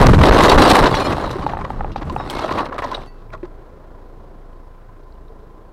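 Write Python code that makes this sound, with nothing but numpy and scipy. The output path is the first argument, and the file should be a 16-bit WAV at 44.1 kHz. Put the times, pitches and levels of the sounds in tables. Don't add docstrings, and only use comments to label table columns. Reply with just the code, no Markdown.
import sys
import numpy as np
from scipy import signal
from scipy.io import wavfile
from scipy.ndimage import uniform_filter1d

SR = 44100
rng = np.random.default_rng(int(sys.argv[2]) if len(sys.argv) > 2 else 0)


def makeup_ratio(level_db):
    decades = np.asarray(level_db, float) / 20
    return 10 ** decades


def int16_out(signal):
    q = np.round(np.clip(np.atleast_2d(signal).T, -1, 1) * 32767)
    wavfile.write(sys.argv[1], SR, q.astype(np.int16))


N = 252428


def level(x, db):
    return x * makeup_ratio(db) / np.sqrt(np.mean(x ** 2))


def noise():
    return rng.standard_normal(N)


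def band(x, hz, width):
    return signal.lfilter(*signal.iirpeak(hz, hz / width, fs=SR), x)


def body(x, modes):
    total = sum((-1) ** k * makeup_ratio(db) * band(x, hz, width) for k, (hz, width, db) in enumerate(modes))
    return level(total, 0)


def dull(x, hz):
    return signal.sosfilt(signal.butter(2, hz, fs=SR, output="sos"), x)


def walk(rate):
    k = int(SR / rate)
    held = np.repeat(rng.standard_normal(N // k + 1), k)
    return 1.7 * uniform_filter1d(uniform_filter1d(held, k), k)[:N]


def add(out, s, sound):
    i = int(s * SR)
    out[i:i + len(sound)] += sound[:len(out) - i]


def shower(rate, spread_db, t60):
    hit = rng.random(N)
    size = np.minimum(rng.exponential(size=N), 2.5)
    kicks = (hit < rate / SR) * makeup_ratio(spread_db * size)
    return level(signal.lfilter([1], [1, -1000 ** (-1 / (t60 * SR))], kicks), 0)


def bursts(starts, peaks_db, rise_s, fall_db_s):
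    time, power = np.arange(0, N, 32) / SR, 1e-12
    for s, db in zip(starts, peaks_db):
        rise = np.clip(1 + (time - s) / rise_s, 0, 1)
        power = power + makeup_ratio(2 * (db - fall_db_s * np.maximum(time - s, 0))) * rise ** 2
    return np.interp(np.arange(N) / SR, time, 10 * np.log10(power))


def effort():
    # start_s, crushing force level_db, glass share level_db
    stages = [(0.0, -11, -18), (0.3, -12.5, -20), (0.4, -12.5, -16.5), (0.52, -11.5, -15.5),
              (0.58, -11.5, -18), (0.71, -10.5, -10.5), (0.86, -11.5, -20.5), (0.95, -18.5, -15.5),
              (1.18, -23, -17.5), (1.47, -32, -18.5), (1.9, -37.5, -26), (2.12, -36.5, -32),
              (2.3, -28.5, -12.5), (2.47, -28, -14), (2.61, -25.5, -17), (2.7, -33, -40), (2.8, -31, -16),
              (3.02, -34.5, -15.5)]
    s, force_db, share_db = np.transpose(stages)
    time = np.arange(N) / SR
    wreck_left = np.clip(1 + (s[-1] - time) / 0.076, 0, 1)
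    return np.interp(time, s, force_db), np.interp(time, s, share_db), wreck_left


def glass(force_db, share_db):
    # start_s, grit level_db, dust level_db re grit
    sprays = [(.145, -27.5, -14), (.19, -26, -6), (.235, -25, -9.5), (.26, -24, -10), (.288, -27, -9),
              (.335, -28.5, -14.5), (.38, -23, -11.5), (.405, -26, -10.5), (.455, -24, -9), (.52, -24, -12),
              (.585, -25, -10), (.62, -25, -9), (.79, -23.5, -8), (1.0, -34.5, -7.5), (1.122, -35.5, -8.5),
              (0.431, -24, -8.5), (0.498, -18.5, -15), (0.698, -22.5, -1), (0.751, -21, -1),
              (0.859, -18.5, -21), (0.951, -21.5, -16.5), (1.31, -35.5, -7.5), (1.7, -49, -2),
              (1.925, -46, -19), (1.96, -39.5, -19), (2.052, -67, 9), (2.122, -57.5, 7), (2.152, -54, 7),
              (2.299, -41, 6.5), (2.385, -40.5, -3.5), (2.652, -38.5, -12), (2.781, -42.5, -0.5),
              (2.944, -35, -23), (3.06, -51, -1), (1.465, -40.5, -14), (1.578, -48, -6.5),
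              (2.59, -40.5, -11.5), (2.097, -45, -20)]
    s, grit_db, dust_db = np.transpose(sprays)
    settling_db = -2 * np.arange(N) / SR
    dust_share_db = -26 + share_db + 19.5 + settling_db
    levels = []
    for base_db, peak_db in ((share_db, grit_db), (dust_share_db, grit_db + dust_db)):
        spray_db = bursts(s, peak_db, rise_s=0.0016, fall_db_s=511) - force_db
        levels.append(10 * np.log10(makeup_ratio(2 * base_db) + makeup_ratio(2 * spray_db)))
    return levels


def pings(rate, t60):
    out, t = np.zeros(N), np.arange(int(.08 * SR)) / SR
    for when, pitch, size, life in rng.random((int(rate * 2.6), 4)):
        note = np.sin(2 * np.pi * 2000 * 4.7 ** pitch * t)
        add(out, 3.3 * when, makeup_ratio(12.0 * size) * note * 1000 ** (-t / (t60 * (.3 + life))))
    return level(out, -4.5)


def wreck(crunch_db, grit_db, dust_db):
    # pitch_hz, width_hz, level_db
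    panel_modes = [(272.2, 150, -2), (545, 283, -1.5), (780, 223, -1.5), (1084, 286, -2), (1600, 1340, -11),
                   (2182, 370, -12)]
    # pitch_hz, width_hz, level_db
    grit_modes = [(2700, 620, -3), (3960, 670, 1), (5744, 1200, -11.5)]
    # pitch_hz, width_hz, level_db
    dust_modes = [(8600, 3700, 11), (7000, 840, 0.5), (10980, 15000, 6)]
    impacts = shower(300., spread_db=2.2, t60=.02)
    shards = shower(500., spread_db=-11.0, t60=0.024)
    bulk = np.clip(.55 - 0.1 * np.arange(N) / SR, .12, 1)
    panels = level(dull(body(noise() * (bulk + impacts), panel_modes), 1900), 0)
    grit = level(dull(body(noise() * (0.1 + impacts + .5 * shards), grit_modes), 8400), 0)
    grit = grit + makeup_ratio(-5.0) * dull(pings(190.0, t60=0.16), 5000)
    dust = body(noise() * (.25 + .8 * impacts + .7 * shards), dust_modes)
    return makeup_ratio(crunch_db) * (panels + makeup_ratio(grit_db) * grit + makeup_ratio(dust_db) * dust)


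def lurches():
    # start_s, sway level_db, boom level_db
    jolts = [(0.0, 5.5, -8), (0.119, -14.5, -5), (.2, -9.5, -13.5), (0.318, -16, -17), (.41, -13, -22),
             (0.572, 2.5, -10), (.83, -8, -17.5), (.95, -20, -19), (1.11, -43, -22.5), (1.27, -19, -25),
             (1.41, -22, -25.5), (1.51, -26, -29.5), (1.62, -21, -28), (1.72, -24, -25.5), (1.8, -9, -31),
             (1.89, -19, -30.5), (2.0, -23, -29.5), (2.08, -30, -22.5), (2.17, -36, -26.5),
             (2.26, -33, -31), (2.39, -24, -30.5), (2.55, -36.5, -30.5), (2.8, -45, -38), (3.0, -29, -38.5),
             (3.33, -45, -43)]
    s, sway_db, boom_db = np.transpose(jolts)
    return bursts(s, sway_db, 0.06, 214), bursts(s, boom_db, 0.06, 104)


def frame(sway_db, boom_db):
    # pitch_hz, width_hz, level_db
    boom_modes = [(56, 55, -0.5), (80.4, 18.9, 5), (122, 35.7, 1), (202, 181, -7.5)]
    sway = level(band(band(noise(), 27, 14), 27, 14), 0)
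    return makeup_ratio(sway_db - 7.5) * sway + makeup_ratio(boom_db + 0.78 * walk(12)) * body(noise(), boom_modes)


def engine():
    # start_s, level_db
    idle = [
        (2.8, -44),
        (3.54, -41.5),
        (3.67, -47.5),
        (3.85, -42),
        (4.25, -45),
        (4.64, -42),
        (4.96, -44.5),
        (5.26, -42.5),
        (5.7, -46.5),
    ]
    # multiple of the firing pitch, level_db
    orders = [(1, 2), (2, -12.5), (3, -19), (4, -18), (5, -21.5), (6, -25.5), (7, -35), (8, -26)]
    # pitch_hz, level_db per hertz
    spectrum = [(45, -8), (85, 2), (197, -5.5), (406, -1), (1000, -13), (2450, -35.5), (3900, -32.5),
                (12000, -59)]
    firing_hz = 27.6
    phase = 2 * np.pi * np.cumsum(firing_hz * (1 + 0.0099 * walk(7.1))) / SR
    tone = sum(makeup_ratio(db + min(k, 4) * walk(7.8)) * np.cos(k * (phase + 0.12)) for k, db in orders)
    tone = level(tone, 0) * makeup_ratio(np.interp(np.arange(N) / SR, *np.transpose(idle)) + 5.5)
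    hz, db = np.transpose(spectrum)
    clatter = 0
    for centre in 50 * 2 ** np.arange(0, 8, 1 / 3):
        flicker_db = 0.75 * walk(9.8) + 1.4 * np.cos(phase)
        strip = band(band(noise(), centre, centre / 3), centre, centre / 3)
        clatter = clatter + makeup_ratio(np.interp(np.log(centre), np.log(hz), db) + flicker_db) * strip
    clatter = level(clatter * makeup_ratio(0.72 * walk(2.5)), -46)
    block = band(noise() * makeup_ratio(1.9 * np.cos(phase)), 1020, 43)
    valve_cover = noise() * makeup_ratio(1.5 * walk(6) + 1.5 * np.cos(phase))
    valve_cover = band(band(valve_cover, 1400, 600), 1400, 800)
    cab_floor = band(band(noise() * makeup_ratio(1.5 * walk(3)), 55, 35), 55, 40)
    return tone + level(valve_cover, -62.5) + level(cab_floor, -52) + clatter + level(block, -56.0)


def knocks(table, gain_db, ring_share, width, treble_db, slap_db, t60_s, freer_per_s):
    out, t = np.zeros(N), np.arange(int(.15 * SR)) / SR
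    for s, db, hz, rel_db in table:
        rough = rng.standard_normal((3, len(t)))
        note_t60_s = max((t60_s + freer_per_s * s) * (700 / hz) ** .3, .005)
        fall = 1000 ** (-t / note_t60_s)
        note = ring_share * np.sin(2 * np.pi * hz * t)
        note = note + (1 - ring_share) * level(band(rough[0], hz, width * hz), -6)
        slap = dull(dull(band(rough[2] * fall ** 2, 1350, 1400), 2400), 2600)
        crack = dull(band(rough[1] * fall ** 2, 3300, 2700), 5200)
        crack = crack + .05 * np.diff(rough[1], prepend=0) * fall ** 4
        knock = note * fall * np.minimum(.3 + t * hz, 1)
        knock = knock + makeup_ratio(slap_db) * slap / abs(slap).max()
        knock = knock + makeup_ratio(rel_db + treble_db) * crack / abs(crack).max()
        add(out, s + 0.001491, makeup_ratio(db + gain_db) * knock)
    return out


def crush_blows():
    # start_s, peak level_db, pitch_hz, treble level_db re peak
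    hits = [(0.014, 2, 810, 0.5), (0.027, 5, 401, -4), (0.067, 10.5, 1170, -3.5), (0.082, 10, 400, -2),
            (0.098, 4.5, 520, -16.5), (0.143, 0, 930, -9), (0.187, 9, 617, -22.5), (0.215, 2.5, 730, -10),
            (0.235, 13, 431, -17), (0.254, 1.5, 760, -1.5), (0.273, -14, 476, -11.5), (0.284, 2, 463, -6.5),
            (0.323, -2.5, 1080, -7.5), (0.344, -5, 726, -28.5), (0.404, 8, 780, -6), (0.436, 7, 1230, 3.5),
            (0.463, -6.5, 1160, -7), (0.498, -7, 557, -11.5), (0.517, 7.5, 990, -18),
            (0.585, 5.5, 451, -16.5), (0.699, 8, 620, -7), (0.751, 9.5, 746, -13), (0.787, 7, 994, -11.5),
            (0.837, 7, 412, -12), (0.868, -1.5, 530, 0), (0.94, 5, 886, -26), (1.005, -2, 645, -17),
            (1.054, -7.5, 637, -23.5), (1.122, -0.5, 422, -17), (1.224, -13, 520, -23.5)]
    return knocks(hits, gain_db=-9.5, ring_share=0.46, width=0.27, treble_db=-1.0, slap_db=-5.0,
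                  t60_s=0.005, freer_per_s=0.092)


def heaves():
    # start_s, level_db, length_s, direction, stall_db of the crunch
    pushes = [(0.054, -9, 0.005, -1, 7), (0.077, -4.5, 0.0098, -1, 14.5), (0.1, -5, 0.0094, -1, 10),
              (0.118, 2.5, 0.017, -1, 10.5), (0.139, -4, 0.069, -1, 6), (0.297, -2.5, 0.014, 1, 24.5),
              (0.313, 24, 0.0063, -1, -15), (.375, -8.5, 0.0046, 1, 31), (0.438, -1.5, 0.0037, 1, 35),
              (0.477, -5, 0.0053, 1, 14), (0.56, -1.5, 0.018, 1, 10), (0.603, -7, 0.0011, 1, 25.5),
              (0.727, 1, 0.0034, 1, 12), (.811, -6.5, 0.005, 1, 22), (0.835, -11, 0.0012, -1, 28)]
    swell, stall = np.zeros(N), np.zeros(N)
    for s, db, length, way, stall_db in pushes:
        n = int(length * SR)
        add(swell, s, np.sign(way) * makeup_ratio(db) * np.hanning(n))
        add(stall, s, stall_db * signal.windows.tukey(n, .3))
    return swell, makeup_ratio(-stall)


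def snaps():
    # start_s, peak level_db, pitch_hz
    splinters = [(0.0662, -5, 2170), (0.0974, -17, 1940), (0.186, -10, 1820), (0.3234, -11, 2660),
                 (0.9425, -11, 1830), (0.9744, -17, 1940), (0.9994, -17.5, 4160), (1.0194, -17, 4180),
                 (1.0494, -16.5, 1910), (1.099, -18, 1820), (1.1218, -18.5, 1960), (1.2234, -27, 1880),
                 (1.2655, -24, 3910), (1.296, -23.5, 2630), (1.3144, -28, 3730), (1.4656, -22.5, 1950),
                 (1.5209, -29, 3330), (1.5744, -36.5, 1970), (1.703, -30, 1990), (1.7345, -36, 1920),
                 (1.9175, -32, 2080), (1.96, -23, 2360), (2.0118, -32.5, 1940), (2.0517, -42, 2040),
                 (2.0757, -41, 1870), (2.098, -25.5, 2940), (2.163, -25.5, 1830), (2.1999, -28.5, 1850),
                 (2.2434, -33, 2150), (2.2997, -12.5, 3080), (2.3854, -20, 2160), (2.4424, -26.5, 1880),
                 (2.511, -17.5, 1790), (2.5214, -24, 1890), (2.556, -23, 1870), (2.585, -15, 1820),
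                 (2.6484, -22.5, 1830), (2.6674, -29.5, 1800), (2.7247, -34, 1930), (2.7414, -34, 2010),
                 (2.7836, -22, 1930), (2.7906, -24.5, 1880), (2.822, -21, 1800), (2.826, -22, 1820),
                 (2.842, -22, 1860), (2.8649, -25, 1900), (2.8874, -32, 1910), (2.9148, -24.5, 3300),
                 (2.9497, -24.5, 3830), (2.9764, -38, 2370), (3.0194, -31.5, 2150), (3.3044, -34.5, 2290),
                 (3.327, -35, 1900), (3.338, -35, 2350), (3.352, -40, 1870), (3.3787, -45, 2510)]
    out, t = np.zeros(N), np.arange(int(.02 * SR)) / SR
    for s, db, hz in splinters:
        edge = np.diff(rng.standard_normal(len(t)), prepend=0) * 1000 ** (-t / .004)
        note = np.sin(2 * np.pi * hz * t) * 1000 ** (-t / 0.0096)
        add(out, s, makeup_ratio(db - 3.0) * (note + makeup_ratio(-14) * edge))
    return out


def cab(x):
    t = np.arange(int(.2 * SR)) / SR
    echo = dull(dull(rng.standard_normal(len(t)), 1500), 1800)
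    echo = echo * 1000 ** (-t / 0.061) * np.minimum(t / 0.002, 1)
    return x + makeup_ratio(-15) * signal.fftconvolve(x, echo / np.linalg.norm(echo))[:N]


def rings():
    # start_s, pitch_hz, level_db, time aloft_s
    fragments = [(0.485, 3800, -19, 0.03), (0.51, 4400, -20, 0.025), (0.615, 4700, -25.5, 0.06),
                 (0.3, 4300, -27.5, .03), (.64, 8500, -33, .04), (1, 9000, -44, .08),
                 (1.04, 7100, -47, .06), (1.08, 8400, -48, .05), (.786, 8650, -31, 0.025),
                 (0.969, 4200, -33, 0.15), (.985, 6900, -39, 0.044), (0.998, 2400, -31, 0.081),
                 (.93, 3400, -31, 0.078), (.96, 5500, -36.5, .04), (0.88, 5250, -36, .03),
                 (1.07, 3250, -35, 0.069), (1.0, 2940, -38, 0.13), (1.1, 4700, -44, .07),
                 (1.2, 4200, -44, .06), (1.24, 3900, -41, 0.072), (1.25, 4200, -44, .04),
                 (1.05, 5180, -38, 0.07), (0.91, 4600, -40, 0.1), (1.418, 3000, -43.5, 0.044),
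                 (1.426, 4530, -46.5, 0.047), (2.178, 3760, -47.5, 0.1), (2.184, 5300, -55, 0.1),
                 (2.305, 2175, -33.5, 0.066), (2.355, 2160, -29.5, 0.055), (2.4, 2165, -39, 0.05),
                 (2.327, 8640, -44, 0.05), (2.432, 3300, -37, .03), (2.35, 6200, -46, .03),
                 (2.96, 8300, -53, 0.028), (3.07, 11000, -63, .04), (5.3, 450, -40, 0.027),
                 (2.947, 3810, -20.5, 0.015),]
    out, tumble, wobble = np.zeros(N), makeup_ratio(3 * walk(60)), 1 + .006 * walk(45)
    for s, hz, db, length in fragments:
        t = np.arange(int(length * SR)) / SR
        phase = 2 * np.pi * hz * np.cumsum(wobble[int(s * SR):][:len(t)]) / SR
        pair = np.sin(phase) + makeup_ratio(-10.5) * np.sin(1.012 * phase)
        landing = np.minimum(1, np.minimum(t / .003, (length - t) / .02))
        add(out, s, makeup_ratio(db - 8.5 * t / length) * pair * landing)
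    return out * tumble


def rattles():
    # start_s, level_db, pitch_hz, treble level_db re clump, length_s
    clumps = [(1.219, -27, 615, -18, 0.048), (1.40, -32, 700, -18, 0.053), (1.482, -30, 800, -25, 0.031),
              (1.59, -34, 1010, -23, 0.043), (1.64, -32, 1100, -22, .02), (2.01, -33.5, 800, -23, 0.027),
              (2.185, -34, 850, -25, .04), (2.325, -33, 780, -30, 0.018), (2.5, -28, 750, -22, 0.037),
              (2.35, -34, 780, -15, 0.029), (2.37, -28, 900, -10, 0.044), (2.432, -23, 703, -20, 0.025),
              (2.481, -28, 706, -37, 0.022), (2.551, -28, 865, -40, 0.044), (2.57, -27.5, 1110, -42, 0.051),
              (2.655, -35.5, 870, -52.5, 0.018), (2.718, -33, 1120, -30, 0.021),
              (2.742, -39, 750, -25, .025), (2.782, -28, 1033, -37, 0.018), (2.817, -28.5, 960, -36, 0.022),
              (2.83, -27.5, 780, -13, 0.032), (2.927, -35.5, 940, -17, 0.021),
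              (3.315, -38, 1160, -17, 0.052), (3.044, -61, 1240, -9, 0.29), (3.434, -46.5, 890, -17, 0.037)]
    out, grains = np.zeros(N), shower(700.0, spread_db=-8.0, t60=0.017)
    for s, db, hz, rel_db, length in clumps:
        i, n = int(s * SR), int(length * SR)
        push = np.pad(rng.standard_normal(n) * grains[i:i + n] * np.hanning(n), (0, 900))
        panel = level(dull(band(push, hz, 0.3 * hz), 1840), 0)
        upper = level(dull(band(push, 1.36 * hz, hz), 2700), -6.5)
        grit = level(dull(band(push, 3000, 2100), 5500), rel_db + 2.0)
        add(out, s, makeup_ratio(db - 3.0) * (panel + upper + grit))
    return out


def debris_knocks():
    # start_s, peak level_db, pitch_hz, treble level_db re peak
    hits = [(1.268, -12, 990, -23.5), (1.31, -20, 570, -1), (1.439, -12, 302, -25),
            (1.641, -12, 514, -38.5), (1.866, -25, 355, -35), (1.895, -33, 302, -13), (1.917, -22, 318, -7),
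            (1.355, -8, 396, -41), (2.015, -16.5, 312, -16), (2.027, -22, 493, -6.5),
            (2.096, -12.5, 1020, -10.5), (2.123, -15.5, 337, -19), (2.261, -20.5, 300, -18),
            (2.297, -14.5, 820, 1.5), (2.509, -20, 342, -20), (2.522, -10, 1170, -5),
            (2.557, -15, 670, -19.5), (2.585, -8, 1080, -7.5), (2.728, -16.5, 1210, -23),
            (2.742, -16, 686, -13), (2.78, -7, 1207, -34.5), (2.82, -14, 470, -18),
            (2.843, -18, 582.7, -14), (2.914, -8, 1007, -14.5), (2.943, -24.5, 456, 3),
            (2.976, -18.5, 640, -32), (2.86, -15.5, 241, -29.5), (3.336, -18, 646, -23),
            (3.429, -12, 360, -40), (3.4295, -24, 560, -30), (3.452, -29, 480, -15),
            (3.336, -24, 1400, -25), (3.345, -22, 458, -30)]
    return knocks(hits, gain_db=-7.0, ring_share=0.87, width=0.51, treble_db=2.5, slap_db=-13.0,
                  t60_s=0.034, freer_per_s=0.0045)


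def bounces():
    # start_s, peak level_db
    landings = [(1.4648, -6), (1.5347, -10.5), (1.549, -14), (1.570, -10), (1.589, -14), (1.7033, -10),
                (1.8076, -10), (1.8455, -10.5), (1.9597, -8.5), (2.0116, -19), (2.1628, -5.5), (2.1997, -9),
                (2.9766, -18)]
    # pitch_hz, level_db, t60_s
    modes = [(800, 0, .021), (850, -13, .06), (1150, -6, .016), (560, -9, .02), (1650, -10, .012),
             (2400, -18, .01)]
    out, t = np.zeros(N), np.arange(int(.08 * SR)) / SR
    contact = np.minimum(t / .0007, 1)
    for (s, db), detune in zip(landings, rng.standard_normal((len(landings), len(modes)))):
        ring = 0
        for (hz, mode_db, t60), d in zip(modes, detune):
            note = np.sin(2 * np.pi * hz * (1 + .04 * d) * t)
            ring = ring + makeup_ratio(mode_db + 2 * d) * note * 1000 ** (-t / t60)
        add(out, s + .0003, makeup_ratio(db - 2.0) * ring * contact)
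    return out


def fitting():
    # pitch_hz, level_db, t60_s
    modes = [(1950, -51, 0.27), (2660, -59, 0.59), (4530, -50, 0.278), (5750, -60, .07), (6340, -59, 0.092)]
    out, t = np.zeros(N), np.arange(int(.3 * SR)) / SR
    ring = sum(makeup_ratio(db) * np.sin(2 * np.pi * hz * t) * 1000 ** (-t / t60) for hz, db, t60 in modes)
    add(out, 3.066, ring * np.minimum(t / .003, 1))
    return out * makeup_ratio(2.06 * walk(60))


def ticks():
    # start_s, peak level_db, pitch_hz
    clicks = [
        (3.6071, -52, 2510),
        (4.53, -50, 3000),
        (4.748, -53, 2530),
        (4.8397, -62, 3810),
        (5.1236, -46, 4200),
        (5.1541, -54, 2920),
        (5.2818, -52, 3820),
        (5.401, -53, 3400),
    ]
    out, t = np.zeros(N), np.arange(int(.03 * SR)) / SR
    for s, db, hz in clicks:
        click = rng.standard_normal(len(t)) * 1000 ** (-t / 0.017)
        add(out, s, makeup_ratio(db + 8.0) * band(band(click, hz, 600), hz, 900))
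    return out


def scene():
    time = np.arange(N) / SR
    crush = np.clip((.88 - time) / 0.42, 0, 1)
    slam = np.clip((.34 - time) / 0.066, 0, 1)
    force_db, share_db, wreck_left = effort()
    swell, stall = heaves()
    crunch = makeup_ratio(-4.0 * slam) * wreck(force_db, *glass(force_db, share_db)) * wreck_left
    crumple = makeup_ratio(4.88 * crush) * stall * (crunch + crush_blows())
    shudder = makeup_ratio(1.5 * crush + 1.3 * slam) * frame(*lurches()) + swell
    debris = cab(debris_knocks() + rattles() + ticks() + snaps())
    return (crumple + shudder + debris + bounces() + rings() + fitting() + engine())[None]


def top_cut(x):
    return signal.sosfilt(signal.butter(12, 15800, fs=SR, output="sos"), x)


def record(dry):
    ceiling = .76
    coupling_hz, capsule_hz = 8.1, 8300
    flat = dry / (1 + np.abs(dry / ceiling) ** 4) ** (1 / 4)
    passband = signal.butter(1, [coupling_hz, capsule_hz], "band", fs=SR, output="sos")
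    flat = signal.sosfilt(passband, flat)
    flat = flat / (1 + np.abs(flat / .88) ** 8) ** (1 / 8)
    mix = flat + level(noise(), -73)
    return top_cut(mix)


dry = scene()
out = record(dry)
int16_out(out)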